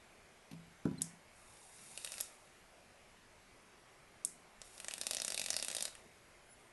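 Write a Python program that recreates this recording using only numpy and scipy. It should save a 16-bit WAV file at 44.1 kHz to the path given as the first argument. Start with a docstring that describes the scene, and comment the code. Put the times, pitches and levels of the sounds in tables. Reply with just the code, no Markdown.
"""Vaporizer coil fired twice

On a table in a small room the box is nudged and set down, and its button clicks.
The wet coil hisses as it heats: dense random bubbles, coloured by the coil deck. Larger bubbles burst as
sharp ringing pops, a few in the first firing and a dense crackle in the second; echoes throw each back.
Knocks ring table modes, the grip chirps, a faint gliding whistle follows; room tail and noise lie below."""
import sys
import numpy as np
from scipy import signal
from scipy.io import wavfile
from scipy.ndimage import uniform_filter1d

SR = 44100
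rng = np.random.default_rng(int(sys.argv[2]) if len(sys.argv) > 2 else 0)


def generate_wav(sig):
    """Save sig (samples, or channels by samples) to the path in sys.argv[1] as 16-bit PCM at SR."""
    pcm = np.round(np.clip(np.atleast_2d(sig).T, -1, 1) * 32767).astype(np.int16)
    wavfile.write(sys.argv[1], SR, pcm)


N = 296352
TAPS = 2048
BINS = np.fft.rfftfreq(TAPS, 1 / SR)


# firings of the coil: (on [s], off [s], first relative level [dB], last relative level [dB],
# first brightness [0-1], last brightness [0-1])
FIRINGS = [(1.297, 2.227, -69.5, -49.5, 0.9, 0.65), (4.58, 5.863, -61, -50.5, 0.66, 0.38)]
# colour of gentle boiling: (frequency [Hz], level [dB])
SIMMER = [(100, -40), (700, -15), (2000, -4), (4000, -1.5), (6000, 1.5), (7000, 0.5), (8400, 5.5),
          (9000, 7), (9600, 10), (10500, 4), (11500, -6.5)]
# colour of full boiling: (frequency [Hz], level [dB])
SIZZLE = [(60, -3), (260, 1), (700, -15), (1200, 0), (2500, -12), (5000, 1), (8000, -2), (11500, -7.5)]


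def boiling(per_s=7000, spread_db=2.0, level_db=-0.95, sputter_db=1.0, sputter_per_s=130):
    """Thousands of tiny bubbles a second, in uneven spurts; they grow larger and deeper as the coil heats."""
    t = np.arange(N) / SR
    sizes = amp(spread_db * np.minimum(rng.exponential(1, N), 5)) * rng.choice([-1, 1], N)
    spurts_db = sputter_db * np.interp(t * sputter_per_s, np.arange(N), rng.standard_normal(N))
    sizes *= amp(spurts_db)
    bursting = rng.random(N) < per_s / SR
    bubbles = through(sizes * bursting, nearby())
    small = evened(through(bubbles, pulse(read(SIMMER, BINS) + deck())))
    large = evened(through(bubbles, pulse(read(SIZZLE, BINS) + deck())))
    out = np.zeros(N)
    for firing in FIRINGS:
        gain, bright = heat(t, *firing)
        out += amp(level_db) * gain * (bright * small + (1 - bright) * large)
    return out


def heat(t, on_s, off_s, first_db, last_db, first_bright, last_bright,
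         warm_s=0.093, quench_db=12, quench_s=0.035, cool_db_per_s=40):
    """Gain and brightness of the boiling: power ramps both; at power off it drops at once, then dies away."""
    hot = np.clip((t - on_s) / (off_s - on_s), 0, 1)
    cooling_s = np.maximum(t - off_s, 0)
    db = first_db + (last_db - first_db) * hot
    db = db - quench_db * (1 - np.exp(-cooling_s / quench_s)) - cool_db_per_s * cooling_s
    onset = np.clip((t - on_s) / warm_s, 0, 1)
    bright = np.clip(first_bright + (last_bright - first_bright) * hot, 0, 1)
    return amp(db) * onset, bright


# large bubbles that burst as separate pops: (time [s], relative level [dB], bass re middle [dB],
# treble re middle [dB], cavity ring [Hz], ring height [dB])
POPS = [(1.9761, -20.5, 0, 1.5, 2660, 10.5), (2.0473, -19.5, 2, 3, 4150, 6.5),
        (2.0637, -29.5, 4.5, 2, 1700, 13.5), (2.0744, -25, 3, -3, 2970, 8.5), (2.12, -22, 1.5, 0, 5790, 4),
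        (2.14, -26.5, 4.5, 2, 2660, 6), (2.182, -24.5, 6, 0, 4990, 3), (2.204, -19, 2.5, 0, 5380, 4.5),
        (4.617, -23, -0.5, -10, 7300, 7), (4.7796, -30, 4, -1, 4900, 5), (4.8014, -23.5, 3, 2.5, 2710, 6.5),
        (4.846, -23.0, 8.5, -1, 4000, 0), (4.8841, -18.5, 11, -3, 6980, 8.5),
        (4.911, -21.5, 8, -4, 2860, 8), (4.9185, -29.5, 5, 2, 4000, 3), (4.9381, -16.5, 0, -2, 3080, 4),
        (4.9811, -24, 3, 0.5, 1690, 10), (5.0138, -10, -3, -5.5, 1690, 2.5),
        (5.0349, -23.5, 0, -7, 1830, 3), (5.0684, -11.5, -2, -0.5, 6480, 2.5),
        (5.1106, -13.5, 2.5, 2, 4470, 7), (5.134, -14.0, -2, -6, 2120, 1),
        (5.148, -14.5, -3, -0.5, 3100, 2), (5.169, -14, -2, -6, 6050, 8), (5.1843, -20.5, 3, -10, 2290, 2),
        (5.2007, -17, 1.5, -5, 5580, 8), (5.219, -14.0, -3, -2.5, 4000, 3.5),
        (5.2485, -16.5, 3, 2, 6750, 6), (5.269, -28, -3, -1, 6480, 5), (5.2804, -15, 4.5, 2.5, 5580, 7),
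        (5.3033, -15.0, -2.5, -3, 4990, 5), (5.3216, -15, 0, -4, 2380, 4),
        (5.345, -12, -6, -3.5, 3850, 4.5), (5.3773, -12, -2.5, -3, 2480, 7),
        (5.3961, -11.5, -6.5, -1.5, 2380, 5), (5.4163, -15, -1, -3, 2300, 7),
        (5.4408, -19.0, -6, -2, 2560, 10), (5.4616, -13.5, -3, -3, 2290, 8), (5.485, -20.5, 8, -2, 3440, 6),
        (5.5043, -11.0, -2, 0, 5760, 7), (5.5307, -21.5, 7, 0, 5180, 12), (5.5418, -16.5, 2, -9, 4990, 5),
        (5.5661, -13.5, 3, 2, 4840, 8.5), (5.5809, -28, 3, -10, 2050, -2), (5.5893, -21, 5, -4, 4150, 3),
        (5.5987, -19.5, 0, -9, 4990, 8.5), (5.6264, -12.5, -0.5, -2, 3440, 4.5),
        (5.6478, -18, -2, 1, 2560, 5), (5.6839, -14.5, 1, -3, 7520, 4.5), (5.702, -17.5, 3, -7, 2470, 2),
        (5.7146, -17, -2, -5, 2120, 7), (5.7282, -21.5, 0, -10, 2210, 10),
        (5.7497, -15.5, -1, 0.5, 5580, 3), (5.767, -13.5, -4, -2, 3850, 5), (5.7842, -17.5, 1, -8, 2380, 0),
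        (5.8074, -12.5, -4, -11, 10500, 8), (5.8252, -15.5, -2, 2.5, 6900, 5.5),
        (5.8536, -15, 5.5, -0.5, 4150, 7.5), (5.8795, -22.5, 0, -14, 2050, 9.5),
        (5.9524, -35, 14, 4, 3220, 13.5)]
# colour of a burst: (frequency [Hz], level [dB])
BURST = [(60, -29.5), (200, 1), (450, -10.5), (1000, -7.5), (2000, -0.5), (3200, 1), (5200, 5), (6800, 1),
         (9500, 7.5), (11400, -4.5)]


def pops(rows, level_db=-0.36, spray_db=-2, spray_decay_s=0.004, wander_octaves=0.017):
    """Each bubble bursts in a spike ringing its cavity and its spot of the deck, trailed by a little spray."""
    out, paths = np.zeros(N), nearby()
    for s, db, bass_db, treble_db, ring_hz, ring_db in rows:
        spot = deck(2 ** (wander_octaves * rng.standard_normal()))
        colour = read(BURST, BINS) + spot + tilt(bass_db, treble_db) + ringing(ring_hz, ring_db)
        burst = paths + amp(spray_db) * scatter(spray_decay_s)
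        add(out, s, amp(db + level_db) * through(burst, pulse(colour)))
    return out


def spits(per_s=20, over_db=20, spread_db=2, treble_db=-8.5, ring_hz=5000, ring_spread_octaves=1.0, ring_db=7):
    """Rows like POPS for small bubbles bursting at random, oftener as the coil heats, at its boiling level."""
    t, rows = np.arange(N) / SR, []
    chance, size, pitch = rng.random(N), rng.standard_normal(N), rng.standard_normal(N)
    for on_s, off_s, *boil in FIRINGS:
        rate_per_s = per_s * (t - on_s) / (off_s - on_s)
        now = (chance < rate_per_s / SR) & (t < off_s)
        gain, _ = heat(t[now], on_s, off_s, *boil)
        levels_db = 20 * np.log10(gain) + over_db + spread_db * size[now]
        rings_hz = ring_hz * 2 ** (ring_spread_octaves * pitch[now])
        rows += [(s, db, 0, treble_db, hz, ring_db) for s, db, hz in zip(t[now], levels_db, rings_hz)]
    return rows


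# resonances of the coil deck: (frequency [Hz], width [Hz], height [dB])
DECK = [(641, 312, 10.5), (2000, 110, 3), (2125, 280, -3.5), (2910, 100, 3), (3080, 65, -11.5),
        (3960, 230, -2.5), (3900, 270, -0.5), (4970, 220, -5.5), (5440, 150, -5), (6080, 180, -3.5),
        (7320, 220, 2.5), (8300, 110, 0), (9700, 260, 0.5), (10700, 220, 2), (11180, 300, 5)]


def deck(shift=1):
    """Colour in dB that the metal coil deck gives to bubbles; shift scales its pitch."""
    return resonances(DECK, shift)


# echoes from the box, the hands and the table: (delay [ms], gain [ratio])
ECHOES = [(.66, -.2), (.94, -.25), (1.58, .3), (1.87, .12), (2.18, .13), (2.45, -.18), (3.6, .14),
          (7.97, .1)]


def nearby():
    """The direct path and its first echoes."""
    paths = np.zeros(TAPS)
    paths[0] = 1
    for ms, gain in ECHOES:
        paths[round(ms * SR / 1000)] += gain
    return paths


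# fire button, pressed and let go: (time [s], level [dB], bass re middle [dB], treble re middle [dB],
# strongest ring [Hz], ring height [dB])
BUTTON = [(1.0191, -5.5, -6, 2.5, 8800, 4), (2.209, -9, 15, 0, 11600, 13.5),
          (4.2495, -5, -11, 8.5, 7600, -0.5)]
# colour of the snap: (frequency [Hz], level [dB])
SNAP = [(100, -26), (1500, -20), (2500, -23), (3400, -8.5), (4300, -9), (5500, 1), (7000, 1), (8800, 0.5),
        (10300, -0.5), (11300, -7), (11900, -16)]
# resonances of the switch's metal spring: (frequency [Hz], width [Hz], height [dB])
SPRING = [(3380, 380, 7.5), (4400, 170, -6), (5100, 580, 2.5), (6000, 320, -13), (6960, 250, 11),
          (8900, 590, 4.5), (10800, 350, 5), (11300, 260, 11)]


def button(lead_s=0.0005, lead_db=-11, rattle_db=-1, rattle_decay_s=0.0031, room_db=-11, room_low_hz=4500):
    """The switch gives way, snaps on its stop and rattles; its treble leaves an even hiss in the room."""
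    out, radiated = np.zeros(N), np.zeros(N)
    for s, db, bass_db, treble_db, ring_hz, ring_db in BUTTON:
        colour = read(SNAP, BINS) + tilt(bass_db, treble_db)
        snap = pulse(colour + resonances(SPRING) + ringing(ring_hz, ring_db))
        plain = pulse(colour)
        click = snap + amp(rattle_db) * through(scatter(rattle_decay_s), snap)
        click *= amp(db) / np.linalg.norm(click)
        add(out, s - lead_s, amp(lead_db) * click)  # giving way
        add(out, s, click)
        add(radiated, s, amp(db + room_db) * plain / np.linalg.norm(plain))
    treble = signal.lfilter(*signal.butter(2, room_low_hz, "highpass", fs=SR), radiated)
    return out + room(treble)


# the box meets the table, rocks and settles: (time [s], relative thud level [dB],
# relative tick level [dB], top of the blow's range [Hz], decay constant under the pressing hand [s])
KNOCKS = [(0.5136, -41.5, -33.5, 280, 0.11), (0.532, -38.5, -40, 180, 0.5), (0.854, -20, -34, 440, 0.03),
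          (0.8744, -32, -46, 484, 0.046), (0.911, -28, -42, 220, 0.052), (0.98, -40.5, -60, 280, 0.066),
          (1.0098, -33.5, -33, 160, 0.15), (4.255, -56.5, -60, 600, 0.1)]
# modes of the table: (frequency [Hz], relative level [dB], t60 [s])
TABLE = [(107, -20, 0.25), (136.4, -12.5, 0.12), (168.2, -9, 0.41), (219.4, 5, 0.051), (266.3, 4, 0.053),
         (338, -8.5, 0.11), (423, -10, 0.11), (546, -15, 0.108), (650, -11, 0.062), (815, -9, 0.059),
         (990, -9.5, 0.08), (1370, 3.5, 0.027), (1467, 11.5, 0.016), (1730, 2, 0.027)]
# colour of the contact tick: (frequency [Hz], level [dB])
TICK = [(100, 0), (800, 15.5), (1500, 6), (3000, 9), (5500, 6), (8000, -1.5), (11500, 3)]


def knocks(rise_s=0.0038, tick_decay_s=0.0067, table_low_hz=105):
    """Blows ring the table modes up to each blow's top frequency; the box's hard corner adds a tick."""
    out, t, ring = np.zeros(N), np.arange(SR // 2) / SR, 0
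    for hz, db, t60_s in TABLE:
        ring = ring + amp(db) * np.exp(-np.log(1000) * t / t60_s) * np.sin(2 * np.pi * hz * t)
    ring *= 1 - np.exp(-t / rise_s)
    for s, thud_db, tick_db, top_hz, damp_s in KNOCKS:
        thud = signal.lfilter(*signal.butter(2, top_hz, fs=SR), ring * np.exp(-t / damp_s))
        tick = through(scatter(tick_decay_s), pulse(read(TICK, BINS)))
        add(out, s, -amp(thud_db) * thud)
        add(out, s, amp(tick_db) * tick)
    # the table top hardly radiates below table_low_hz
    return signal.sosfilt(signal.butter(2, table_low_hz, "highpass", fs=SR, output="sos"), out)


# pitch and level of the chirp: (time [s], pitch [Hz], level [dB])
CHIRP = [(0.976, 4030, -72), (0.982, 4110, -56), (0.988, 4120, -51), (0.996, 4030, -72)]


def grip_chirp():
    """A short squeak as the grip shifts: a gliding tone and its octave."""
    return squeak(CHIRP, partial_ratio=2, partial_db=-8)


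# pitch and level of the whistle: (time [s], pitch [Hz], level [dB])
WHISTLE = [(6.44, 9350, -85), (6.46, 9550, -73), (6.485, 10150, -75), (6.51, 10300, -62),
           (6.535, 10270, -60), (6.56, 10120, -77), (6.585, 9300, -77), (6.605, 9300, -70),
           (6.635, 9650, -77), (6.665, 9200, -70), (6.71, 8870, -84)]


def whistle():
    """A thin, faint tone that wavers and falls, with a weaker partial below it."""
    return squeak(WHISTLE, partial_ratio=0.7, partial_db=-11)


def squeak(curve, partial_ratio, partial_db):
    """A thin gliding tone with one weaker partial."""
    t = np.arange(N) / SR
    s, hz, db = np.transpose(curve)
    angle = 2 * np.pi * np.cumsum(np.interp(t, s, hz)) / SR
    gain = amp(np.interp(t, s, db)) * (t > s[0]) * (t < s[-1])
    return gain * (np.sin(angle) + amp(partial_db) * np.sin(partial_ratio * angle))


# decay of the room: (frequency [Hz], t60 [s])
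ROOM = [(150, 0.59), (500, 0.3), (2000, 0.54), (6000, 0.31), (11000, 0.28)]


def room(x, build_s=0.0041):
    """A diffuse tail of energy 1 in which each band dies at its own speed."""
    hz, t, z = signal.stft(rng.standard_normal(SR // 2), SR, nperseg=256)
    decay = np.exp(-np.log(1000) * t / read(ROOM, hz)[:, None])
    tail = signal.istft(z * decay, SR)[1]
    tail *= 1 - np.exp(-np.arange(len(tail)) / SR / build_s)
    return through(x, tail / np.linalg.norm(tail))


# colour of the room noise: (frequency [Hz], relative density [dB per Hz])
AIR = [(12, -41), (20, -0.5), (48, -9.5), (96, -5.5), (143, -8.5), (237, -7), (278, -13.5), (363, -6.5),
       (499, -10.5), (634, -7), (970, -11), (1840, -13), (2150, -11), (3570, -20), (11500, -24.5),
       (15000, -72), (22000, -120)]


def air(level_db=-63, patchy_db=1.56):
    """Steady room noise that drifts a little in time-frequency patches."""
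    hz, t, z = signal.stft(rng.standard_normal(N), SR, nperseg=2048)
    patches = uniform_filter1d(rng.standard_normal(z.shape), size=12, axis=0)
    patches = evened(uniform_filter1d(patches, size=5, axis=1))
    shaped = z * amp(read(AIR, hz)[:, None] + patchy_db * patches)
    return amp(level_db) * evened(signal.istft(shaped, SR)[1][:N])


def resonances(table, shift=1):
    """The peaks and dips, in dB, that a metal part gives to a sound; shift scales their pitch."""
    return sum(db * np.exp(-2 * ((BINS - hz * shift) / width) ** 2) for hz, width, db in table)


def ringing(hz, db, width_octaves=0.27):
    """One broad, quickly damped resonance, in dB."""
    return db * np.exp(-(np.log2((BINS + 1) / hz) / width_octaves) ** 2)


def tilt(bass_db, treble_db):
    """Raises or lowers bass and treble around the middle band."""
    return read([(400, 0), (1400, bass_db), (1900, bass_db), (3800, 0), (5800, 0), (8500, treble_db)], BINS)


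def scatter(decay_s):
    """A dense, quickly dying noise cluster of energy 1."""
    cluster = rng.standard_normal(TAPS) * np.exp(-np.arange(TAPS) / SR / decay_s)
    return cluster / np.linalg.norm(cluster)


def pulse(colour_db):
    """The shortest causal pulse with this colour (minimum phase)."""
    log_gain = np.log(amp(np.r_[colour_db, colour_db[-2:0:-1]]))
    return np.fft.ifft(np.exp(signal.hilbert(log_gain).conj())).real


def through(x, response):
    """Passes a sound through an impulse response."""
    return signal.oaconvolve(x, response)[:len(x)]


def add(mix, s, sound):
    """Mixes a sound in at time s."""
    part = mix[round(s * SR):][:len(sound)]
    part += sound[:len(part)]


def read(points, hz):
    """Joins (Hz, value) points on a log-frequency axis."""
    f, value = np.transpose(points)
    return np.interp(np.log(hz + 1), np.log(f + 1), value)


def evened(x):
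    """Scales to rms 1."""
    return x / np.sqrt(np.mean(x ** 2) + 1e-20)


def amp(db):
    """Decibels to gain."""
    return 10 ** (np.asarray(db) / 20)


def scene(coil_room_db=-10.5, table_room_db=-11.5):
    """Coil, button and table share one room."""
    coil = boiling() + pops(POPS + spits())
    clicks, table = button(), knocks()
    squeaks = grip_chirp() + whistle()
    wet = amp(coil_room_db) * room(coil) + amp(table_room_db) * room(table)
    return (coil + clicks + table + squeaks + wet + air())[None]


def record(dry, edge_hz=11850):
    """Limits the band with a steep linear-phase low-pass."""
    lowpass = signal.firwin(201, edge_hz, window=("kaiser", 8), fs=SR)
    return signal.oaconvolve(dry, lowpass[None], "same")


dry = scene()
out = record(dry)
generate_wav(out)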